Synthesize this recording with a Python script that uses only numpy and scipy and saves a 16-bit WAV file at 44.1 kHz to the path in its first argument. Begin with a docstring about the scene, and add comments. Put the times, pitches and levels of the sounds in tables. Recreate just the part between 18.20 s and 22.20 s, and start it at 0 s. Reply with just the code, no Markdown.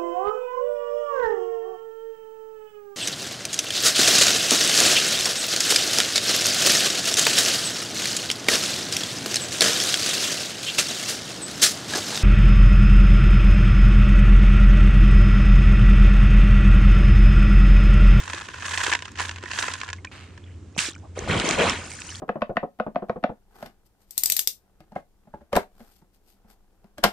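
"""Above a river, close to the microphone, a hand rakes wet stones over a plastic mesh basket.
Each impact excites the damped modes of stone and mesh. The basket is slapped onto the water and
jets hiss up through the mesh; it is pushed under, heaved out with a gurgling splash and left to
drain. The water sounds chiefly by bubble resonance: the larger the bubble, the lower its note.
A low hum throbs behind it all."""
import sys
import numpy as np
from scipy import signal
from scipy.fft import rfft, irfft
from scipy.io import wavfile
from scipy.ndimage import uniform_filter1d

SR = 44100
rng = np.random.default_rng(int(sys.argv[2]) if len(sys.argv) > 2 else 0)


def digitize_waveform(pressure):
    """Quantize a signal to 16-bit integers and store it at the path in sys.argv[1].

    Rows of a 2-D input are taken as channels; values are limited to [-1, 1].
    """
    field = np.atleast_2d(pressure).T
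    bounded = np.clip(field, -1, 1)
    quanta = np.round(bounded * 32767).astype(np.int16)
    wavfile.write(sys.argv[1], SR, quanta)


N = 176400
T = np.arange(N) / SR
HIT_T = T[:2600]

# Spectral envelopes (frequency [Hz], gain [dB])
AIR_SPECTRUM = [(25, -6.5), (55, -8.5), (85, 5), (130, -7), (300, -7.5), (650, -22.5), (4500, -36.5),
                (7500, -34.5), (15000, -61)]
BASKET_SPECTRUM = [(150, -39), (320, 0), (680, -5.5), (998, -0.5), (1240, -6.5), (1500, 3), (1810, 1.5),
                   (2150, -3.5), (4240, -7.5), (7280, -4.5), (15000, -41.5)]
GRIT_SPECTRUM = [(2000, -8), (7200, 6), (15000, -9.5)]
RUB_SPECTRUM = [(400, -8.5), (1200, 5), (2800, 0.5), (4500, -5.5), (15000, -27)]
JET_SPECTRUM = [(180, -50), (300, -13), (1020, -8.5), (1540, 1), (7500, -2), (15000, -18.5)]
SLAP_SPECTRUM = [(1500, -7), (6500, 4.5), (15000, -21)]
GURGLE_SPECTRUM = [(40, -4), (200, 3.5), (780, -2.5), (2000, -47)]
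SPLASH_SPECTRUM = [(400, -32), (900, -2), (2400, -3), (4300, -11), (10000, -44)]
SPRAY_SPECTRUM = [(2500, -23), (4500, -3), (7300, -0.5), (15000, -24)]
BAND_SHAPE = [(25, -15), (45, 0), (9300, 0), (11300, -11.5)]
# Modes of the mesh (frequency [Hz], level [dB], time to fall 60 dB [s])
MESH_MODES = [(1018.5, -7, 0.043), (1514, -18.5, 0.092), (1703, -8, 0.053), (2622, -11.5, 0.042)]
# The hand raking, bumping the basket floor and rubbing the rim (time [s], level [dB])
RAKE_LEVELS = [(0, -38), (.15, -35.5), (.31, -44), (.40, -39), (.50, -31.5), (.69, -29), (.745, -34),
               (.78, -45), (.95, -52), (1.015, -28.5), (1.05, -34.5), (1.2, -50.5), (1.28, -42),
               (1.40, -28), (1.66, -45.5), (1.8, -59.5)]
HAND_BUMPS = [(0.139, -37.5), (.68, -33), (1.237, -37.5)]
RUB_LEVELS = [(1.915, -44), (1.932, -45), (2.01, -48), (2.08, -53), (2.25, -67.5)]
# Stones striking the basket (time [s], level [dB], stone pitch [Hz])
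STONE_KNOCKS = [(0.077, -32.5, 1070), (0.133, -27.5, 2000), (.286, -35, 1090), (0.341, -34.5, 1410),
                (0.423, -33, 1720), (0.461, -32, 5900), (0.52, -34, 1780), (0.575, -25, 1920),
                (0.581, -29, 4600), (0.613, -25.5, 1800), (0.636, -28.5, 7100), (0.664, -23, 1850),
                (0.717, -23.5, 1900), (.726, -18, 1770), (0.7342, -20.5, 2300), (.750, -21, 2100),
                (.790, -36.5, 2270), (.822, -33, 1800), (0.854, -35.5, 3070), (.879, -39, 1330),
                (0.917, -46.5, 7150), (.956, -42, 1860), (.987, -30.5, 1680), (.997, -25.5, 1600),
                (1.003, -25, 995), (1.013, -30, 1060), (1.093, -30, 2880), (1.112, -34.5, 2800),
                (1.16, -39, 2580), (1.183, -41, 2270), (1.226, -40, 1670), (1.237, -35.5, 1550),
                (1.257, -40, 2270), (1.314, -28.5, 2630), (1.334, -37, 1640), (1.387, -24.5, 1650),
                (1.426, -27.5, 1510), (1.441, -31.5, 1430), (1.481, -26, 1400), (1.537, -29.5, 5130),
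                (1.614, -29.5, 2450), (1.633, -31, 1180), (1.679, -38.5, 1930), (1.688, -33.5, 1630),
                (1.701, -35, 1840), (1.730, -30, 2560), (1.847, -33.5, 1830), (2.176, -45.5, 1970)]
# Single bubbles and drips (time [s], pitch [Hz], level [dB], decay time [s])
SINGLE_BUBBLES = [(1.259, 1840, -26, 0.005), (1.785, 2100, -40, 0.0056), (1.872, 2370, -32.5, 0.0054),
                  (2.24, 3340, -43, 0.0029), (2.565, 620, -15.5, 0.00072), (2.579, 186, -14, 0.0035),
                  (2.685, 317, -23.5, 0.0041), (2.752, 2310, -35.5, 0.0026), (2.762, 1440, -34.5, 0.0028),
                  (2.975, 520, -15, 0.0021), (2.988, 367, -19.5, 0.004), (3.076, 750, -16.5, .002),
                  (3.093, 99, -12.5, 0.011), (3.377, 990, -21.5, 0.0077), (3.803, 7800, -27, 0.0015),
                  (3.891, 2910, -28, 0.0026), (3.904, 6010, -28, 0.0021), (3.924, 1730, -30, 0.0026),
                  (3.95, 3270, -29.5, .0025)]
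# Bubble swarms: trickle, spatter, gurgle, gulp and splash of the lift, drips
# (time [s], Gaussian width [s], level [dB], low pitch [Hz], high pitch [Hz], rate [1/s])
BUBBLE_SWARMS = [(2.29, 0.049, -59, 1480, 3300, 680), (2.663, 0.055, -40.5, 1080, 8240, 250),
                 (2.849, 0.013, -49, 598, 1110, 1100), (3.415, 0.026, -20, 433, 712, 1340),
                 (3.408, 0.021, -24.5, 790, 3060, 1300), (3.797, 0.1, -44, 1690, 9360, 80)]
# Water striking plastic (time [s], level [dB], pitch [Hz])
WATER_SLAPS = [(2.590, -23, 2680), (2.605, -30, 7700), (2.991, -36, 6300), (3.199, -26.5, 3000),
               (3.29, -24.5, 6330), (3.310, -22.5, 2320), (3.497, -27, 5450), (3.717, -39, 2310),
               (3.819, -38.5, 2570), (3.956, -40, 4300)]
# Gushes as the basket is heaved out (time [s], hold [s], gurgle [dB], splash [dB], spray [dB])
LIFT_GUSHES = [(2.949, 0.15, -38.5, -41, -48.5), (3.07, 0.078, -25.5, -27, -38),
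               (3.225, 0.049, -25.5, -26.5, -33), (3.371, 0.064, -26, -23.5, -33.5)]
# Water shoved by the basket (time [s], level [dB], Gaussian width [s])
SURGES = [(3.11, -35.5, 0.061), (3.179, -29.5, 0.015), (3.43, -36.5, 0.08)]
# Likeness of left and right (frequency [Hz], correlation [ratio])
COHERENCE = [(290, 0.94), (700, 0.48), (3100, 0.76), (7500, 0.15)]
# Stereo balance (frequency [Hz], left minus right [dB])
STONE_BALANCE = [(1300, -1), (5000, -3)]
RIVER_BALANCE = [(950, -2), (15000, -5)]


def amp(db):
    """Decibels to amplitude ratio."""
    return 10 ** (np.asarray(db) / 20)


def unit(x):
    """Normalisation to rms 1."""
    return x / np.sqrt(np.mean(x ** 2) + 1e-20)


def pulse(x):
    """Normalisation to the energy of 10 ms at rms 1."""
    return x * np.sqrt(441 / (np.sum(x ** 2, -1, keepdims=True) + 1e-20))


def read(points, hz):
    """Interpolation on a log-frequency axis."""
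    freqs, values = np.transpose(points)
    return np.interp(np.log(hz + 1), np.log(freqs + 1), values)


def envelope(rows):
    """Gain interpolated in decibels, silent outside the rows."""
    times, db = np.transpose(rows)
    return (T >= times[0]) * (T <= times[-1]) * amp(np.interp(T, times, db))


def swell(s, width_s):
    """A Gaussian envelope centred on time s."""
    return np.exp(-((T - s) / width_s) ** 2 / 2)


def add(mix, s, sound):
    """Superposition of a sound starting at time s."""
    part = mix[:, max(round(s * SR), 0):][:, :sound.shape[-1]]
    part += sound[..., :part.shape[1]]


def colour(x, spectrum, size=4096):
    """Causal, minimum-phase filtering."""
    log_gain = np.log(amp(read(spectrum, abs(np.fft.fftfreq(size, 1 / SR)))))
    taps = np.fft.ifft(np.exp(np.conj(signal.hilbert(log_gain)))).real[:size // 2]
    return signal.fftconvolve(x, taps[None], axes=1)[:, :x.shape[1]]


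def stereo(pair, balance):
    """Partial coherence: two unrelated signals become a left and right most alike in the bass."""
    hz = np.fft.rfftfreq(N, 1 / SR)
    likeness, tilt = read(COHERENCE, hz), amp(read(balance, hz) / 2)
    mid, side = rfft(pair) * np.sqrt([(1 + likeness) / 2, (1 - likeness) / 2])
    return irfft([(mid + side) * tilt, (mid - side) / tilt], N)


def ring(hz, decay_s):
    """Damped free vibration of one mode, at two random phases."""
    tone = np.sin(2 * np.pi * (hz * HIT_T + rng.random((2, 1))))
    return pulse(tone * np.exp(-HIT_T / decay_s) * (1 - np.exp(-HIT_T * hz * 2)))


def crack(decay_s):
    """A broadband transient: two channels of decaying noise."""
    return pulse(rng.standard_normal((2, len(HIT_T))) * np.exp(-HIT_T / decay_s))


def grains(shapes, per_s, spread_db):
    """Shot noise: each shape recurs at random times and strengths."""
    out = np.zeros((2, N))
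    count = int(per_s * N / SR / len(shapes)) + 1
    for shape in shapes:
        at, draw, sign = rng.random((3000, 3))[:count].T
        strength = amp(spread_db * np.minimum(-np.log(1 - draw), 4))
        train = np.zeros(N)
        train[(at * N).astype(int)] = strength * np.sign(sign - 0.5)
        out += signal.oaconvolve(train[None], shape, axes=1)[:, :N]
    return unit(out)


def hum(hz=87.7, roughness=0.71, throb_s=0.593, crest_s=0.55, depth=0.67):
    """Modulation: a low tone wavers at random and throbs periodically."""
    a, b = unit(uniform_filter1d(uniform_filter1d(rng.standard_normal((2, N)), 1400), 700))
    waver = 1 + roughness * (a + 1j * b) / np.sqrt(2)
    tone = (waver * np.exp(2j * np.pi * hz * T)).real
    throb = 1 + depth * np.cos(2 * np.pi * (T - crest_s) / throb_s)
    return amp(-45) * unit(tone * throb)


def river_air():
    """Ambient noise, with most of its power in the bass."""
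    return amp(-47.5) * stereo(unit(colour(rng.standard_normal((2, N)), AIR_SPECTRUM)), RIVER_BALANCE)


def stone_contact(hz, contact_s=0.0017, chatter_s=0.004, focus_db_per_octave=4.5):
    """Impact excitation: a chattering stone rings, and drives the basket most near its own pitch."""
    force = np.exp(-HIT_T / contact_s) + amp(-17) * np.exp(-HIT_T / 0.011)
    for rebound_s in rng.uniform(0.2, 1, 2) * chatter_s:
        force += 0.8 * (HIT_T > rebound_s) * np.exp(-abs(HIT_T - rebound_s) / (contact_s / 2))
    force *= np.minimum(HIT_T / 0.001, 1)
    driven = [(f, db - focus_db_per_octave * abs(np.log2(f / hz))) for f, db in BASKET_SPECTRUM]
    basket = pulse(colour(force * rng.standard_normal((2, len(HIT_T))), driven))
    mesh = sum(amp(db) * ring(f * rng.uniform(0.94, 1.05), t60 / np.log(1000))
               for f, db, t60 in MESH_MODES)
    decay_s = 3.4 / hz
    stone = ring(hz, decay_s) + amp(-5.5) * ring(hz * 1.634, decay_s / 2)
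    return pulse(basket + amp(-4) * stone + mesh)


def raking():
    """Dense impacts merge into a rattle; the hiss of sand on the mesh follows it by a power law."""
    contacts = [stone_contact(hz) for hz in np.geomspace(1000, 4000, 24)]
    rattle = grains(contacts, per_s=900, spread_db=4.5)
    sand = grains([crack(0.0009) for _ in range(12)], per_s=1200, spread_db=3)
    rake = envelope(RAKE_LEVELS)
    grit_gain = amp(-7.5) * rake.max() * (rake / rake.max()) ** 1.4
    return amp(0.5) * rake * rattle + grit_gain * unit(colour(sand, GRIT_SPECTRUM))


def knocks(thud_hz=350, thud_s=0.0044):
    """Separate impacts: stones knock, and the hand excites two hollow modes of the basket floor."""
    out = np.zeros((2, N))
    for s, db, hz in STONE_KNOCKS:
        add(out, s, amp(db) * stone_contact(hz))
    for s, db in HAND_BUMPS:
        add(out, s, amp(db) * pulse(ring(thud_hz, thud_s) + ring(thud_hz * 1.44, thud_s / 2)))
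    return out


def bubble(hz, decay_s, rise_per_decay=0.013):
    """Bubble resonance: a damped sine whose pitch rises as the bubble nears the surface."""
    age = np.arange(0, 7 * decay_s, 1 / SR) / decay_s  # in decay times
    cycles = hz * decay_s * (age + rise_per_decay * age ** 2 / 2)
    return np.sin(2 * np.pi * cycles) * np.exp(-age) * (1 - np.exp(-3 * cycles))


def glugs_and_drips():
    """Resonance falls with size: large air pockets glug and single drips plink."""
    out = np.zeros((2, N))
    for s, hz, db, decay_s in SINGLE_BUBBLES:
        pan_db = rng.uniform(-4.5, 1.2)
        add(out, s, amp([[db + pan_db], [db - pan_db]]) * bubble(hz, decay_s))
    return out


def rim_rub():
    """Friction noise: the hand slides along the rim in many tiny slips."""
    slips = grains([crack(0.0005) for _ in range(8)], per_s=2800, spread_db=2.5)
    return envelope(RUB_LEVELS) * unit(colour(slips, RUB_SPECTRUM))


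def froth(low_hz, high_hz, per_s, cycles, spread_db, wash_db, count=28):
    """Incoherent sum of small bubbles, scattered left and right, over a wash of white noise."""
    pitches = np.linspace(low_hz, high_hz, count) * rng.uniform(0.928, 1.04, count)
    decays = cycles * rng.uniform(0.97, 1.3, count) / pitches
    right_gains = rng.uniform(-1.2, 1.86, count)
    shapes = [pulse(bubble(hz, decay_s)) * [[1], [right]]
              for hz, decay_s, right in zip(pitches, decays, right_gains)]
    return unit(grains(shapes, per_s, spread_db) + amp(wash_db) * rng.standard_normal((2, N)))


def swarms():
    """Clouds of resonating bubbles swell and fade."""
    return sum(amp(db) * swell(s, width_s) * froth(low, high, per_s, cycles=5, spread_db=2, wash_db=-29)
               for s, width_s, db, low, high, per_s in BUBBLE_SWARMS)


def jets(start_s=2.577, rise_s=0.0031, hold_s=0.11, sag_db_per_s=86, stop_db_per_s=475.5):
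    """Turbulence: water forced through the mesh hisses with noise and entrained bubbles."""
    age = np.maximum(T - start_s, 0)
    fall_db = sag_db_per_s * age + stop_db_per_s * np.maximum(age - hold_s, 0)
    hiss = froth(530, 12160, per_s=7100, cycles=1.9, spread_db=4.5, wash_db=6)
    return np.minimum(age / rise_s, 1) * amp(-23.5 - fall_db) * unit(colour(hiss, JET_SPECTRUM))


def slaps(decay_s=0.0012):
    """Impact of water on plastic: a crack and a heavily damped note."""
    out = np.zeros((2, N))
    for s, db, hz in WATER_SLAPS:
        snap = pulse(colour(crack(decay_s), SLAP_SPECTRUM))
        add(out, s, amp(db) * pulse(snap + amp(3) * ring(hz, decay_s)))
    return out


def flow(layer, linger_s, drain_db, drain_db_per_s, drain_s=3.532, rise_s=0.027, fall_db_per_s=187):
    """Envelope of one water layer: the gushes and the draining are incoherent, so their powers add."""
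    onset = np.clip((T - drain_s) / rise_s + 1, 0, 1)
    power = (onset * amp(drain_db - drain_db_per_s * np.maximum(T - drain_s, 0))) ** 2
    for s, hold_s, *layer_db in LIFT_GUSHES:
        onset = np.clip((T - s) / rise_s, 0, 1)
        falling_s = np.maximum(T - s - rise_s - hold_s - linger_s, 0)
        power += (onset * amp(layer_db[layer] - fall_db_per_s * falling_s)) ** 2
    return np.sqrt(power)


def gushes():
    """Air entrainment: water pouring from the basket traps large, medium and fine bubbles."""
    gurgle = froth(135, 890, per_s=500, cycles=3.2, spread_db=1.5, wash_db=1)
    splash = froth(809, 4273, per_s=1800, cycles=5.3, spread_db=2.5, wash_db=-1.5)
    spray = froth(3740, 11000, per_s=2400, cycles=9.3, spread_db=4, wash_db=1)
    return (flow(0, 0, drain_db=-38.5, drain_db_per_s=59) * unit(colour(gurgle, GURGLE_SPECTRUM))
            + flow(1, 0.04, drain_db=-41, drain_db_per_s=20.5) * unit(colour(splash, SPLASH_SPECTRUM))
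            + flow(2, 0.04, drain_db=-44, drain_db_per_s=-0.5) * unit(colour(spray, SPRAY_SPECTRUM)))


def surges(top_hz=95.4):
    """Volume displacement: water shoved by the basket makes swells of low noise."""
    band = signal.butter(2, [top_hz / 3, top_hz], "band", fs=SR, output="sos")
    rumble = unit(signal.sosfilt(band, rng.standard_normal((2, N))))
    return rumble * sum(amp(db) * swell(s, width_s) for s, db, width_s in SURGES)


def scene():
    """Linear superposition of all sources in the open air."""
    basket = stereo(knocks() + raking() + rim_rub(), STONE_BALANCE)
    water = stereo(jets() + gushes() + swarms() + slaps() + surges(), RIVER_BALANCE)
    return basket + water + glugs_and_drips() + hum() + river_air()


def record(dry, cutoff_hz=15800):
    """Band limiting: softens the deepest bass and the treble above 9 kHz, then a steep low-pass."""
    low_pass = signal.firwin(511, cutoff_hz, window=("kaiser", 9), fs=SR)
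    return signal.oaconvolve(colour(dry, BAND_SHAPE), low_pass[None], "same", axes=1)


dry = scene()
out = record(dry)
digitize_waveform(out)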